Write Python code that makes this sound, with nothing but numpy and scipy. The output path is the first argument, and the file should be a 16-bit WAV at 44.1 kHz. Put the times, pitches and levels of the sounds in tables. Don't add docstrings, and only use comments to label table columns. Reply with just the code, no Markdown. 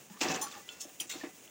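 import sys
import numpy as np
from scipy import signal
from scipy.fft import rfft, irfft, next_fast_len
from scipy.io import wavfile
from scipy.ndimage import uniform_filter1d, map_coordinates

SR = 44100
rng = np.random.default_rng(int(sys.argv[2]) if len(sys.argv) > 2 else 0)


def attenuation_scalar(level_db):
    decades = np.asarray(level_db, float) / 20
    return 10 ** decades


def int16_out(signal):
    q = np.round(np.clip(np.atleast_2d(signal).T, -1, 1) * 32767)
    wavfile.write(sys.argv[1], SR, q.astype(np.int16))


N = 66150
TIME = np.arange(N) / SR


def unit(x):
    return x / np.sqrt(np.mean(x ** 2) + 1e-20)


def along(points, hz):
    f, v = np.transpose(points)
    return np.interp(np.log(hz + 1), np.log(f + 1), v)


def wobble(rate):
    knots = rng.standard_normal(int(N * rate / SR) + 4)
    return map_coordinates(knots, [np.arange(N) * rate / SR])


def filtered(x, response):
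    m = next_fast_len(N + SR // 2)
    return irfft(rfft(x, m) * response(np.fft.rfftfreq(m, 1 / SR)), m)[..., :N]


def coloured(x, spectrum):
    return unit(filtered(x, lambda hz: attenuation_scalar(along(spectrum, hz))))


def resonances(table):
    def response(f):
        total = 0
        for k, (centre, width, db) in enumerate(table):
            damping = 1j * f * width
            total = total + (-1) ** k * attenuation_scalar(db) * damping / (centre ** 2 - f ** 2 + damping)
        return total
    return response


def modes(table, longest=.5):
    def response(f):
        total = 0
        for k, (centre, db, t60) in enumerate(table):
            width = np.log(1000) / np.pi / np.clip(t60, .005, longest)
            gain = (-1) ** k * attenuation_scalar(db) * SR / np.pi
            total = total + gain * 1j * f / (centre ** 2 - f ** 2 + 1j * f * width)
        return total
    return response


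def slips():
    return unit(rng.standard_normal(N) * attenuation_scalar(2.5 * wobble(900) + wobble(60.2)))


def swell(s, length):
    u = np.clip((TIME - s) / length, 0, 1)
    return np.abs(np.sin(np.pi * u ** .55)) ** .8


# frequency [Hz], level [dB per Hz].
AIR_SPECTRUM = [(15, -53), (25, -14), (140, -1), (220, 0.5), (482, -1.5), (1020, -9), (1100, -9),
                (2200, -12), (2860, -17), (4840, -120)]


def kitchen_air():
    return attenuation_scalar(-62) * coloured(rng.standard_normal(N), AIR_SPECTRUM) * attenuation_scalar(1.5 * wobble(11.65))


# frequency [Hz], level [dB per Hz].
SIZZLE_SPECTRUM = [(1200, -18), (2700, -3), (4450, -11.5), (6800, -0.5), (7700, -5), (8800, -7.5),
                   (12500, -15.5), (14000, -18.5), (15100, -9)]


def sizzle():
    spits_per_s, spit_db, level_db = 500, -9, -56.5
    spit_level = attenuation_scalar(4 * np.minimum(rng.exponential(size=N), 2))
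    spits = (rng.random(N) < spits_per_s / SR) * rng.standard_normal(N) * spit_level
    steam = rng.standard_normal(N) * attenuation_scalar(2.1 * wobble(40.05))
    fry = steam + attenuation_scalar(spit_db) * unit(spits)
    return attenuation_scalar(level_db + wobble(5.23)) * coloured(fry, SIZZLE_SPECTRUM)


# frequency [Hz], t60 [s].
ROOM_DECAY = [(200, .25), (2000, .2), (10000, .12)]


def room(x):
    hz, t, z = signal.stft(rng.standard_normal(SR // 2), SR, nperseg=256)
    decay = attenuation_scalar(-60 * t / along(ROOM_DECAY, hz)[:, None])
    tail = signal.istft(z * decay, SR, nperseg=256)[1]
    delayed = np.pad(x, (200, 0))
    return signal.fftconvolve(delayed, tail / np.linalg.norm(tail))[:N]


# start [s], length [s], pitch [Hz], level [dB], glide [Hz].
SQUEAK_EVENTS = [(0.098, 0.02, 857, -56, -2), (0.119, 0.071, 991, -63, 57.5),
                 (0.135, 0.039, 1750, -64.5, 40.5), (0.105, 0.025, 185, -53.5, 19),
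                 (0.136, .025, 230, -58, 1.5), (0.405, 0.065, 840.5, -44.5, -19.5),
                 (0.419, 0.04, 1105, -46, -0.5), (0.447, 0.052, 1127, -49, 30.5),
                 (0.463, 0.018, 1359, -52, 1.5), (1.115, 0.062, 4264, -55, -4),
                 (0.545, 0.059, 800, -55.5, -31), (0.617, 0.086, 1996, -65.5, -0.5),
                 (0.801, 0.029, 4420, -57, 4.5), (0.804, 0.017, 2663, -55.5, 0.5),
                 (1.211, 0.015, 1800, -48, 5), (1.25, 0.16, 2015, -69, -2)]


def squeaks():
    flutter_db, jitter_hz = 2.5, 15
    out = np.zeros(N)
    for s, length, hz, db, glide in SQUEAK_EVENTS:
        level = attenuation_scalar(db + flutter_db * wobble(90)) * swell(s, length) * np.sqrt(2)
        progress = np.clip((TIME - s) / length - .5, -.5, .5)
        pitch = hz + glide * progress + jitter_hz * wobble(120)
        out += level * np.sin(2 * np.pi * np.cumsum(pitch) / SR)
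    return out


# start [s], length [s], level [dB], centre [Hz].
SURGE_EVENTS = [(.216, .014, -36, 6600), (.23, .024, -42, 6800), (.281, .018, -39, 5300),
                (.298, .032, -41, 6000), (.338, .015, -39, 6200), (.359, .01, -43, 6900),
                (.212, .016, -38, 2620), (.285, .014, -43, 2620), (.251, .015, -36, 1800),
                (.361, .012, -43, 2800), (1.232, .05, -51, 1900), (1.068, .03, -52, 7000),
                (.848, .055, -55, 600), (1.005, .035, -48, 2600), (1.097, .035, -48, 2200),
                (.29, .04, -47, 155), (.21, .05, -42, 780)]


def surges():
    out = np.zeros(N)
    for s, length, db, centre in SURGE_EVENTS:
        band = lambda f: np.exp(-(np.log(f / centre + 1e-9) / .2) ** 2)
        out += attenuation_scalar(db) * swell(s, length) * unit(filtered(slips(), band))
    return out


# start [s], level [dB], softness [s].
KNOCK_EVENTS = [(.098, -51.5, 0.00052), (0.392, -48, 0.001), (0.404, -39, 0.00055), (1.05, -48, 0.00068),
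                (0.2113, -25, 0.00047), (.252, -26.5, 0.00047), (0.257, -26.5, 0.00046),
                (0.278, -41, 0.00044), (0.305, -47, 0.00043), (0.325, -43.5, 0.00024), (.355, -35, 0.00038),
                (0.851, -38.5, 0.0006), (1.152, -34, 0.00052), (1.2345, -31, 0.00045),
                (1.266, -37, 0.00048), (1.005, -36.5, 0.001)]
# frequency [Hz], level [dB], t60 [s].
BOWL_MODES = [(230, -20.5, 0.055), (294.6, -3.5, 0.078), (342.5, -4, 0.055), (505, -8.5, 0.035),
              (612, -12, 0.084), (751, -5.5, 0.047), (1000, -16, 0.032), (1740, -10, 0.03)]


def knocks():
    push, t = np.zeros(N + SR), np.arange(SR // 50) / SR
    for s, db, soft in KNOCK_EVENTS:
        u = t / soft
        rough = 1 + .6 * rng.standard_normal(len(t))
        push[round(s * SR):][:len(t)] += attenuation_scalar(db) * u * np.exp(-u) / (soft * SR) * rough
    return filtered(push[:N], modes(BOWL_MODES))


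# start [s], level [dB], click pitch [Hz], click t60 [s], ring level re click [dB].
TAP_EVENTS = [
    (0.69, -29.5, 3080, 0.015, -19),
    (1.001, -25.5, 3160, 0.025, -47),
    (1.1, -38, 11000, 0.0021, -38),
    (1.014, -52, 2876, 0.028, -38),
    (1.477, -39, 3000, 0.0054, -25),
    (0.52, -45, 3550, 0.045, -12),
    (1.1065, -36, 2100, 0.0083, -41),
    (1.117, -37, 7700, 0.004, -13.5),
]
# frequency [Hz], level [dB], t60 [s].
SPATULA_MODES = [(1437, -12, .4), (2020, -22, .5), (2686, -9, .45), (3429, -5, .18), (4264, -15, .3),
                 (7130, -9, .12)]


def taps():
    out, blows, t = np.zeros(N + SR), np.zeros(N), np.arange(SR // 5) / SR
    onset = 1 - np.exp(-t / 0.00028)
    for s, db, hz, t60, ring_db in TAP_EVENTS:
        start = round(s * SR)
        out[start:][:len(t)] += attenuation_scalar(db - 60 * t / t60) * onset * np.sin(2 * np.pi * hz * t)
        blows[start] = attenuation_scalar(db + ring_db)
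    return out[:N] + filtered(blows, modes(SPATULA_MODES))


# start [s], rise [s], hold [s], fall t60 [s], level [dB].
SKID_EVENTS = [
    (.412, 0.0028, 0.0055, 0.12, -35.5),
    (0.798, 0.015, 0.0029, 0.13, -43),
    (0.9989, 0.0011, 0.00075, 0.1, -38.5),
    (1.093, 0.0038, 0.02, 0.22, -41.5),
]
# frequency [Hz], level [dB], t60 [s].
SKID_SPOTS = [
    [(4264, -15, .08), (5350, -12, .06), (6148, 0, .06), (7077, -3, .08), (8931, -9, .07), (9500, -11, .05),
     (9805, -5, .045), (14700, -10, .025)],
    [(5250, -6, .04), (5440, -4, .07), (6395, 0, .06), (6880, 0, .04), (7650, -6, .04), (8753, -5, .04),
     (9685, -10, .03)],
    [(4840, -6, .04), (5740, -3, .03), (5943, -4, .05), (6890, -5, .04), (7600, -5, .04), (8931, -1, .04),
     (9577, -2, .04), (10300, -8, .03), (12820, -12, .04), (14640, -7, .02)],
    [(1540, -14, .04), (2150, -8, .04), (2762, -6, .04), (3300, -8, .03), (3740, 0, .03), (4264, -15, .06),
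     (6200, -4, .03), (7060, -5, .03), (7400, -5, .03), (10900, -20, .02)],
]
# frequency [Hz], level [dB].
SKID_SPECTRUM = [(1500, -25), (3400, 2.5), (4400, -11), (5600, 6), (7400, 5), (9000, -3.5), (11500, -23),
                 (14500, -8)]


def skids():
    damped_s, hiss_db = .075, -3
    out = np.zeros(N)
    for (s, rise, hold, fall, db), spot in zip(SKID_EVENTS, SKID_SPOTS):
        t = TIME - s
        shape = np.clip(t / rise, 0, 1) ** 0.92 * attenuation_scalar(-60 * np.maximum(t - rise - hold, 0) / fall)
        grain = slips()
        ring = np.zeros(N)
        for mode in spot:
            share = attenuation_scalar(mode[1]) * np.sqrt(mode[2])
            ring += share * unit(filtered(shape * grain, modes([mode], damped_s)))
        ring /= np.std(ring[round(s * SR):][:SR // 20])
        hiss = attenuation_scalar(hiss_db) * shape * coloured(grain, SKID_SPECTRUM)
        out += attenuation_scalar(db) * (0.63 * ring + hiss)
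    return out


# frequency [Hz], level [dB per Hz].
RUB_SPECTRUM = [(40, -19), (100, -12), (170, -5.5), (300, -0.5), (500, -5), (800, -5.5), (1800, -9),
                (3500, -16), (6000, -34)]
# frequency [Hz], level [dB per Hz].
BITE_SPECTRUM = [(1300, -13), (2600, -3), (4200, -5), (5200, -3), (7400, -4), (8300, -15.5), (12000, -32),
                 (15000, -23), (16000, -31)]


def drag(stroke, wok):
    rub_db, body_db = -4, -4
    s, press_db, bite_db = np.transpose(stroke)
    press = attenuation_scalar(np.interp(TIME, s, press_db, -150, -150))
    grain = slips()
    bowl = resonances(wok)
    steady = np.std(filtered(grain, bowl))
    body = attenuation_scalar(body_db) * filtered(press * grain, bowl) / steady
    rub = attenuation_scalar(rub_db) * press * coloured(grain, RUB_SPECTRUM)
    bite = press * attenuation_scalar(np.interp(TIME, s, bite_db)) * coloured(slips(), BITE_SPECTRUM)
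    return body + rub + bite


# time [s], pressure [dB], edge bite [dB].
STROKE_IN = [(.097, -64, -8), (.102, -61.5, 4.5), (.14, -65, -23), (.17, -57, -7), (.207, -71, 13)]
STROKE_LIFT = [(.405, -58, -10), (.425, -44.5, -11), (.47, -48, -3), (.5, -55, 3.5), (.555, -50, -4.5),
               (.6, -58.5, -1.5), (.66, -75, 13)]
# frequency [Hz], width [Hz], level [dB].
BARE_BOWL = [(304, 160, -10), (780, 60, -2), (836, 79, -0.5), (1005, 92, 1), (1165, 110, 1), (1370, 100, 1),
             (1790, 110, -2.5)]


def bare_strokes():
    return drag(STROKE_IN, BARE_BOWL) + drag(STROKE_LIFT, BARE_BOWL)


# time [s], pressure [dB], edge bite [dB].
STROKE_DIG = [(.2065, -51.5, 8), (.214, -34.5, 5), (0.223, -32.5, -0.5), (.25, -35, -5.5),
              (.272, -34.5, -9.5), (.285, -35, -7), (.32, -33.5, -5.5), (.333, -36.5, -10),
              (.345, -36, -11)]
STROKE_OUT = [(0.345, -37, -2), (.368, -37, -11.5), (.38, -41, -9.5), (0.41, -45, -8), (.44, -78, -16)]
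STROKE_UP = [(0.678, -52, -4), (.69, -56.5, -0.5), (.79, -65, 4), (0.901, -56.5, -11)]
STROKE_BACK = [(1.002, -53, 0), (1.05, -56.5, -4), (1.067, -79, 8), (1.102, -62, 10), (1.141, -48, -7.5),
               (1.2, -55, 2), (1.231, -57.5, 3), (1.237, -42.5, -11), (1.313, -68, -6)]
# frequency [Hz], width [Hz], level [dB].
LOADED_BOWL = [(280, 32, 1), (334.6, 69, 3), (477, 64, -2.5), (756.8, 17.6, 7), (1140, 110, -13.5),
               (1500, 13, -4.5), (1772, 93, -9.5), (2602, 52, 0)]


def loaded_strokes():
    return sum(drag(stroke, LOADED_BOWL) for stroke in (STROKE_DIG, STROKE_OUT, STROKE_UP, STROKE_BACK))


def scene():
    contacts = squeaks() + surges() + knocks() + taps() + skids()
    steel = contacts + bare_strokes() + loaded_strokes()
    mid = kitchen_air() + sizzle() + attenuation_scalar(-16) * room(steel) + steel
    return np.array([mid, mid])


def roll_off(x):
    return signal.sosfilt(signal.butter(12, 16990, fs=SR, output="sos"), x)


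# frequency [Hz], level [dB per Hz].
HISS_SPECTRUM = [(3000, -30.5), (4800, -16), (7000, -35), (10000, -8.5), (12500, -7.5), (14000, -8),
                 (15700, -14.5)]


def record(dry):
    hiss_db, growth_db, low_cut_hz, top_hz = -72.5, -36.5, 53, 15900
    port_hz, port_width_hz, port_db = 15200, 900, 7
    loudness = np.sqrt(np.abs(uniform_filter1d(dry[0] ** 2, SR // 50)))
    hiss_level = attenuation_scalar(hiss_db) + attenuation_scalar(growth_db) * loudness
    hiss = hiss_level * coloured(rng.standard_normal(N), HISS_SPECTRUM)

    def microphone(hz):
        port = attenuation_scalar(port_db * np.exp(-((hz - port_hz) / port_width_hz) ** 2))
        return port * (1j * hz / (low_cut_hz + 1j * hz)) ** 2

    mix = filtered(dry, microphone) + [hiss, -hiss]
    return roll_off(filtered(mix, lambda hz: hz < top_hz))


dry = scene()
out = record(dry)
int16_out(out)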